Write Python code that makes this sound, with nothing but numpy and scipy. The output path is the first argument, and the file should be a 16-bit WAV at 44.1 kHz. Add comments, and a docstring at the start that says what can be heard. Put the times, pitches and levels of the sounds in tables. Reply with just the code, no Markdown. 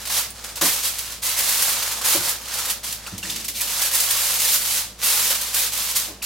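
"""A foil rustle over a low appliance hum is heard first; sudden crumples and sharp snaps soon follow.
Two hands spread aluminium foil over a baking dish and crimp it round the rim, close to a stereo microphone.
Crease snaps are random impulses, up to thousands a second, driven by steady pushes and sudden avalanches.
Palm pats are decaying resonant noise, and panels popping through are brief tones of sinking pitch.
Decaying noise stands for the reflections and the small kitchen that smear the foil sounds."""
import sys
import numpy as np
from scipy import signal
from scipy.fft import rfft, irfft, next_fast_len
from scipy.io import wavfile
from scipy.ndimage import uniform_filter1d

SR = 44100
rng = np.random.default_rng(int(sys.argv[2]) if len(sys.argv) > 2 else 0)


def wrap_up_sound(samples):
    """Save the sound to the file named by the first command line argument, as 16-bit audio."""
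    columns = np.atleast_2d(samples).T
    # keep every value between -1 and 1, then stretch to whole-number steps
    tamed = np.clip(columns, -1, 1)
    steps = np.round(tamed * 32767).astype(np.int16)
    wavfile.write(sys.argv[1], SR, steps)


N = 275625
T = np.arange(N) / SR
FFT_SIZE = next_fast_len(N + SR // 4)
FREQS = np.maximum(np.fft.rfftfreq(FFT_SIZE, 1 / SR), 1)


def amp(db):
    """Decibel law: level to amplitude gain."""
    return 10 ** (np.asarray(db) / 20)


def unit(x):
    """Normalisation to an rms of 1."""
    return x / np.sqrt(np.mean(x ** 2))


def shape(points):
    """Spectral envelope: dB points interpolated over log frequency, as gains."""
    hz, db = np.transpose(points)
    return amp(np.interp(np.log(FREQS), np.log(hz), db))


def colour(x, gain):
    """Linear filtering: the spectrum is multiplied by a gain at every frequency."""
    return irfft(rfft(x, FFT_SIZE) * gain, FFT_SIZE)[..., :N]


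def below(hz, order=6):
    """Soft band edge: a share that falls from 1 to 0 and is one half at hz."""
    return 1 / (1 + (FREQS / hz) ** order)


def walk(rate):
    """Band-limited random modulation: interpolated normal values, rate per second."""
    return np.interp(T * rate, np.arange(4096), rng.standard_normal(4096))


def add(track, s, sound):
    """Superposition: a sound is mixed into a track from time s on."""
    start = int(np.clip(s * SR, 0, N - 1))
    track[start:start + len(sound)] += sound[:N - start]


def burst(rise_s, decay_s):
    """Transient envelope: an exponential rise times an exponential decay."""
    t = T[:SR // 2]
    return (1 - np.exp(-t / max(rise_s, 1e-4))) * np.exp(-t / max(decay_s, 1e-3))


PUSH_ATTACK_S, PUSH_RELEASE_DB_PER_S = 0.02, 192


def push(start_s, length_s, swell_db):
    """Quasi-static loading: the hand takes hold, presses harder or eases off, and lets the sheet settle."""
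    t = T - start_s
    attack = np.clip(t / max(PUSH_ATTACK_S, .001), 0, 1)
    hold_db = swell_db * (np.clip(t / max(length_s, .001), 0, 1) - .5)
    release_db = PUSH_RELEASE_DB_PER_S * np.maximum(t - length_s, 0)
    return attack * amp(hold_db - release_db)


# FINE_SHORTENING is dB off the decay time per dB of fineness
CRUMPLE_RISE_S, CRUMPLE_DECAY_S, FINE_SHORTENING = 0.0033, .015, .5


def avalanche(fineness):
    """Avalanche relaxation: a fold collapses at once and its snaps die away, sooner for fine folds."""
    swell = burst(CRUMPLE_RISE_S, CRUMPLE_DECAY_S * amp(-FINE_SHORTENING * fineness))
    return swell / swell.max()


# level under a firm hand/dB, dB gained per dB of force, dB gained per dB of fineness
FACETS, CREASES, WRINKLES = (-11.5, 0.82, -1.18), (-0.15, .97, -0.081), (1.95, 1.44, 0.35)
FIRM_DB = -23  # force of a firm hand; the levels above are relative to it


def yielding(force, fineness):
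    """Power-law response: wrinkles grow fastest with force, so a harder hand buckles finer foil."""
    relative_force = force / amp(FIRM_DB)
    return np.array([amp(FIRM_DB + rel_db + per_fineness * fineness) * relative_force ** per_force
                     for rel_db, per_force, per_fineness in (FACETS, CREASES, WRINKLES)])


# only the fingertips pick at the rim for a while, so mostly mid-sized creases snap
FINGERTIPS_S = (3.2, 3.58)  # start and end
FINGERTIP_DB = (-4.5, 0, -3)  # change of facets, creases, wrinkles


def fingertips(fade_s=.05):
    """Selective excitation: large facets and fine wrinkles weaken while the palm is off the sheet."""
    start_s, end_s = FINGERTIPS_S
    share = np.clip(np.minimum(T - start_s, end_s - T) / max(fade_s, .005) + .5, 0, 1)
    return amp(np.outer(FINGERTIP_DB, share))


# a hand pushes the foil along or presses it round the rim:
# start t/s, length/s, force level/dB, swell from start to end/dB, fineness of the creases/dB
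PUSHES = [ (-.04, 0.047, -32, -2.5, -1), (.085, 0.095, -25.5, 5.5, -1), (.34, 0.16, -40.5, 5.5, -2.5),
          (0.615, 0.068, -22.5, 1.5, -0.5), (0.677, 0.13, -27, -5, 1), (0.817, 0.055, -24.5, 1, 1),
          (0.92, 0.22, -34.5, -3, 0.5), (1.217, 0.14, -26.5, -5.5, 0.5), (1.352, 0.37, -24.5, 1, -1),
          (1.717, 0.27, -29, -6, -2.5), (2.028, .115, -21.5, 1, -2), (2.17, 0.12, -27, 6, -2),
          (2.37, .15, -39, 12.5, -3.5), (2.502, 0.19, -30.5, 2, -2.5), (2.823, 0.11, -32, -4, 1.5),
          (2.955, .2, -42.5, 1, -3), (3.214, .195, -33.5, -1, -0.5), (3.533, 0.065, -30.5, -1, 6),
          (3.597, 0.266, -27.5, 5, -0.5), (3.901, 0.46, -25, -0.5, 0), (4.372, .18, -23, 4, 1),
          (4.563, 0.22, -26.5, 4, 1.5), (4.971, .05, -38, 15, 0), (5.014, 0.3, -23, -3, 0),
          (5.32, .2, -30.5, -0.5, 0.5), (5.524, 0.13, -24, -3.5, 0.5), (5.706, 0.2, -28, 2, 1.5),
          (5.939, 0.12, -27, -11.5, 1.5)]
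# a fold gives way in an avalanche of snaps: t/s, peak force level/dB, fineness of the creases/dB
CRUMPLES = [ (0.0523, -27.5, 0), (0.0713, -30, 4), (.0976, -26.5, -3), (.1744, -21, 2), (.439, -29.5, -3.5),
            (.555, -29, 5), (0.569, -34.5, -5), (.61, -18, -5), (0.655, -19, -2.5), (.7244, -23, 4),
            (0.983, -26.5, 5), (1.1168, -31, 6), (1.2335, -26, 4), (1.386, -21.5, 0), (1.486, -19, -0.5),
            (1.619, -19, 0.5), (1.6782, -25, -6), (1.82, -23.5, -3), (1.91, -25, -2.5), (2.01, -26.5, -5),
            (2.055, -21, -3.5), (2.289, -22, 10), (2.4148, -35, 6), (2.45, -32.5, 1), (2.4797, -32.5, 3.5),
            (2.5355, -26, 0), (2.583, -24.5, -3), (2.653, -26, 8.5), (2.6956, -21, 0),
            (2.8408, -27.5, -0.5), (2.9227, -29.5, 12.5), (3.063, -32.5, -2.5), (3.178, -30.5, 10),
            (3.2285, -30.5, -4), (3.2958, -25.5, 1), (3.356, -27.5, 0), (3.4415, -27, 5), (3.48, -22.5, 6),
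            (3.5542, -28.5, 7), (3.6053, -22, 3.5), (3.8145, -21, -1.5), (3.946, -20, 0), (3.999, -19.5, 5),
            (4.104, -20, 2), (4.3968, -20.5, 2), (5.3015, -19, -3), (5.343, -23.5, -0.5), (5.4105, -25, 2),
            (5.5427, -21.5, 6), (5.73, -24.5, 6), (5.7727, -27, 10), (5.959, -20, 2), (6.221, -28, 3),
            (6.2366, -27, 4)]
# smaller folds give way at random under a moving hand, at about its level
FOLDS_PER_S, FOLD_DB = 9, -0.5


def buckling(rest_db=-65):
    """Buckling instability: strengths of facets, creases, wrinkles, the greater of pushes and avalanches."""
    steady, sudden, folds = np.zeros((3, N)), np.zeros((3, N)), np.zeros(N)
    for s, length_s, db, swell_db, fineness in PUSHES:
        force = amp(db) * push(s, length_s, swell_db)
        moving = force > amp(rest_db)
        steady[:, moving] = np.maximum(steady[:, moving], yielding(force[moving], fineness))
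    for s, db, fineness in CRUMPLES:
        strengths = yielding(amp(db) * avalanche(fineness), fineness)
        for track, strength in zip(sudden, strengths):
            add(track, s, strength)
    for when, size in rng.random((int(FOLDS_PER_S * T[-1]), 2)):
        add(folds, when * T[-1], amp(FOLD_DB) * (.5 + size) * avalanche(0))
    return np.maximum(steady * np.maximum(folds, 1), sudden) * fingertips()


def linger(power, t60):
    """Exponential energy decay: power is smoothed by a reverberation time of t60 seconds."""
    keep = np.exp(-2 * np.log(1000) / (max(t60, .001) * SR))
    return signal.lfilter([1 - keep], [1, -keep], power)


def rings(count=4000, ring_t60=0.12, size_db=3.0):
    """Modal ringing: facets ring at random instants, each at its own pitch; higher ones die sooner."""
    out, t = np.zeros(N), T[:2400]
    for when, pitch, size in rng.random((count, 3)):
        hz = 450 + 15000 * pitch ** 2
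        t60 = ring_t60 * (hz / 2000) ** -.3
        ring = np.sin(2 * np.pi * hz * t) * np.exp(-np.log(1000) * t / t60)
        level = amp(size_db * min(-np.log(1 - size), 3)) * np.sqrt((pitch + .05) / t60)
        add(out, when * T[-1], level * ring)
    return unit(out)


# spectral envelope of the foil, rescaled in each size zone: f/Hz, relative level per Hz/dB
FOIL = [(120, -41), (200, -17.5), (236, -13), (310, -19.5), (430, -16), (506, -4.5), (653, -9), (769, -5.5),
        (1030, -3), (1840, -4), (4410, 0), (13200, -1.5), (15500, -6.5)]
# stereo width, before each user's own offset: f/Hz, side minus mid level/dB
WIDTH = [(100, -25), (380, -16.5), (1290, -13), (2400, -9), (4400, -8), (8100, -5.5), (15000, -4.5)]


def crinkle(snap_rate=7000, crowding=.6, scatter_db=1.5, colour_db=1.5, jerk_db=1.1, jerk_rate=130, sheet_t60=0.13,
            room_t60=(.4, .36, .27), room_db=0, wet_db=(-3, -1, 0), side_db=2, ring_db=(-8, -10, -12)):
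    """Random impulse process: creases snap more densely under a harder hand, each of its own size and colour."""
    strength = buckling()
    rate = snap_rate * (strength[1] / strength[1].max()) ** crowding + 400  # snaps per second
    snapping = rng.random(N) < rate / SR
    size = amp(scatter_db * np.minimum(rng.exponential(size=N), 4))
    # the foil yields in small jerks, which make neighbouring snaps loud or soft together
    snaps = snapping * size / np.sqrt(rate) * amp(jerk_db * walk(jerk_rate))
    # facets sound low, creases in the middle, wrinkles high
    facet_edge, wrinkle_edge = below(1900, order=10), below(8000)
    zones = facet_edge, np.abs(wrinkle_edge - facet_edge), 1 - wrinkle_edge
    foil, width, ringing = shape(FOIL), amp(side_db) * shape(WIDTH), rings()
    room_power = amp(room_db) ** 2
    mid, side = 0, 0
    for zone, gain, t60, wet, ring in zip(zones, strength, room_t60, amp(wet_db), amp(ring_db)):
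        snap_colour = amp(colour_db * np.clip(rng.standard_normal(N), -2, 2))
        clicks = unit(snaps * snap_colour * rng.choice([-1, 1], N))
        direct = gain * (clicks + ring * ringing) / np.hypot(1, ring)
        # every snap starts from another spot on the sheet, so their echoes merge into a colourless wash
        sheet_echo, room_echo = linger(direct ** 2, sheet_t60), linger(direct ** 2, t60)
        wash = np.sqrt((sheet_echo + room_power * room_echo) / (1 + room_power))
        tone = unit(foil * np.sqrt(zone))
        blend = (direct + wet * wash * rng.standard_normal(N)) / np.hypot(1, wet)
        mid = mid + colour(blend, tone)
        side = side + colour(wash * rng.standard_normal(N), tone * width)
    return np.array([mid + side, mid - side])


# spectral envelope of the room noise: f/Hz, relative level per Hz/dB
KITCHEN = [(20, -8), (30, -3), (42, -27), (75, -1), (105, 2), (165, -5.5), (195, 1.5), (300, -6.5),
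           (600, -5.5), (1500, -14), (5000, -14), (16000, -28)]
KITCHEN_DB = -47.5  # rms of the middle noise
# tones of the appliance motor: f/Hz, mean rms level/dB
HUM = [(56.8, -49.5), (110, -58.5)]


def kitchen(side_db=1):
    """Tones in noise: motor partials of slightly wandering level hum under soft, shaped room noise."""
    hum = 0
    for hz, db in HUM:
        hum = hum + np.sqrt(2) * amp(db + .5 * walk(2.85)) * np.sin(2 * np.pi * hz * T)
    mid, side = (amp(KITCHEN_DB) * unit(colour(rng.standard_normal(N), shape(KITCHEN))) for _ in range(2))
    side = amp(side_db) * colour(side, shape(WIDTH))
    return hum + np.array([mid + side, mid - side])


# lone sharp snaps: t/s, peak level before the high-pass/dB, high-pass corner f/Hz
TICKS = [(.0525, -27, 3000), (.3046, -8.5, 10000), (.6112, -21, 2000), (0.6125, -11, 5000),
         (2.386, -19, 5000), (3.359, -21, 3030), (3.445, -20, 5000), (3.822, -27, 5000), (3.862, -11, 5000),
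         (4.991, -31, 4840), (6.2319, -17, 4900), (6.2412, -17, 4000)]


def ticks(decay_s=0.00035):
    """Impulsive radiation: single creases crack as very short, high-passed noise."""
    out = np.zeros(N)
    for s, db, edge_hz in TICKS:
        crack = rng.standard_normal(256) * np.exp(-T[:256] / decay_s)
        b, a = signal.butter(2, edge_hz, "high", fs=SR)
        add(out, s, amp(db) * signal.lfilter(b, a, crack / np.abs(crack).max()))
    return out


# a palm pats the foil on the dish: t/s, centre f/Hz, flutter level before the envelope/dB, decay constant/s
PATS = [(0.611, 506, -31, 0.052), (.615, 169, -39, 0.043), (2.125, 500, -43, 0.1), (2.168, 150, -42, 0.063),
        (3.118, 240, -39.5, .05), (3.231, 262, -45, 0.27), (6.078, 396, -36, 0.028),
        (6.104, 617, -49, 0.043)]


def pats(q=1.0, rise_s=0.0032):
    """Damped resonance: under a palm the whole sheet flutters dully over the hollow dish."""
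    out = np.zeros(N)
    for s, hz, db, decay_s in PATS:
        b, a = signal.iirpeak(hz, max(q, .5), fs=SR)
        flutter = signal.lfilter(b, a, signal.lfilter(b, a, rng.standard_normal(SR // 2)))
        add(out, s, amp(db) * unit(flutter) * burst(rise_s, decay_s))
    return out


# a panel of the sheet flips through: t/s, middle pitch f/Hz, level before the envelope/dB
POPS = [(0.622, 314, -19.5), (.626, 570, -25.5), (0.645, 280, -20.5), (.666, 970, -30), (2.083, 960, -29),
        (2.149, 325, -18), (2.152, 560, -21), (3.064, 2550, -30), (3.077, 1320, -31.5), (3.126, 200, -35),
        (3.13, 91, -30), (3.2286, 2680, -24.5), (3.252, 1840, -28.5), (3.299, 3400, -22),
        (3.601, 2080, -27.5), (5.962, 1940, -32), (6.099, 285, -35), (6.219, 2410, -29), (6.241, 2430, -36)]
POP_T60_S, POP_SHORTENING = 0.055, 0.41  # ring time at 1 kHz; exponent by which higher panels die sooner


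def pops(sag=0.16, rise_cycles=0.61, rough=0.52):
    """Snap-through: flipping panels ring, chatter on their neighbours and sink in pitch as tension eases."""
    out, t = np.zeros(N), T[:SR // 2]
    for s, hz, db in POPS:
        t60 = POP_T60_S * (hz / 10 ** 3) ** -POP_SHORTENING
        pitch = hz * (1 + sag * (np.exp(-3 * t / t60) - .5))
        phase = 2 * np.pi * np.cumsum(pitch) / SR
        chatter = rough * walk(min(hz / 2, 600))[:len(t)]  # random phase roughens the tone
        envelope = burst(rise_cycles / hz, t60 / np.log(1000))
        add(out, s, amp(db) * envelope * np.sin(phase + 2 * chatter))
    return out


def reflections(near_s=0.012, room_db=-13, t60=0.62):
    """Diffuse impulse response of unit energy: quick echoes off sheet and worktop, then the kitchen."""
    t = T[:SR // 2]
    decay = np.exp(-t / near_s) + amp(room_db) * np.exp(-np.log(1000) * t / t60)
    response = rng.standard_normal(len(t)) * decay
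    return response / np.linalg.norm(response)


def place(x, wet_db, side_db):
    """Decorrelation: direct sound stays in the middle while independent reflections spread it."""
    mid = x + amp(wet_db) * signal.oaconvolve(x, reflections())[:N]
    side = amp(side_db) * signal.oaconvolve(x, reflections())[:N]
    return np.array([mid + side, mid - side])


PAN_DB = -0.85  # left minus right, scaled by lean in the body and by beam in the treble


def scene(beam_hz=9000, beam=2.7, lean=0.86):
    """Interaural level difference: the foil lies slightly to the right, which shows most in the treble."""
    foil = crinkle() + place(ticks(), wet_db=1, side_db=-2)
    foil = foil + place(pats() + pops(), wet_db=-1.5, side_db=-29)
    pan_db = PAN_DB * np.array([[.5], [-.5]])
    body = colour(foil, below(beam_hz, order=4))
    treble = foil - body
    return body * amp(lean * pan_db) + treble * amp(beam * pan_db) + kitchen()


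TOP_HZ = 15950


def record(dry, knee_db=-10.5, window_s=0.0059, release_db_per_s=30):
    """Soft-knee compression: gain control ducks everything under loud crumples; the top is cut steeply."""
    power = uniform_filter1d(np.mean(dry ** 2, axis=0), size=max(int(window_s * SR), 8))
    level_db = 10 * np.log10(power + 1e-9)
    # peaks are held and released at a constant slope
    fall = release_db_per_s * T
    held_db = np.maximum.accumulate(level_db + fall) - fall
    gain = (1 + amp(held_db - knee_db) ** 2) ** -.25  # approaches two to one above the knee
    top_cut = signal.ellip(12, .1, 80, TOP_HZ, fs=SR, output="sos")
    return signal.sosfilt(top_cut, dry * gain)


dry = scene()
out = record(dry)
wrap_up_sound(out)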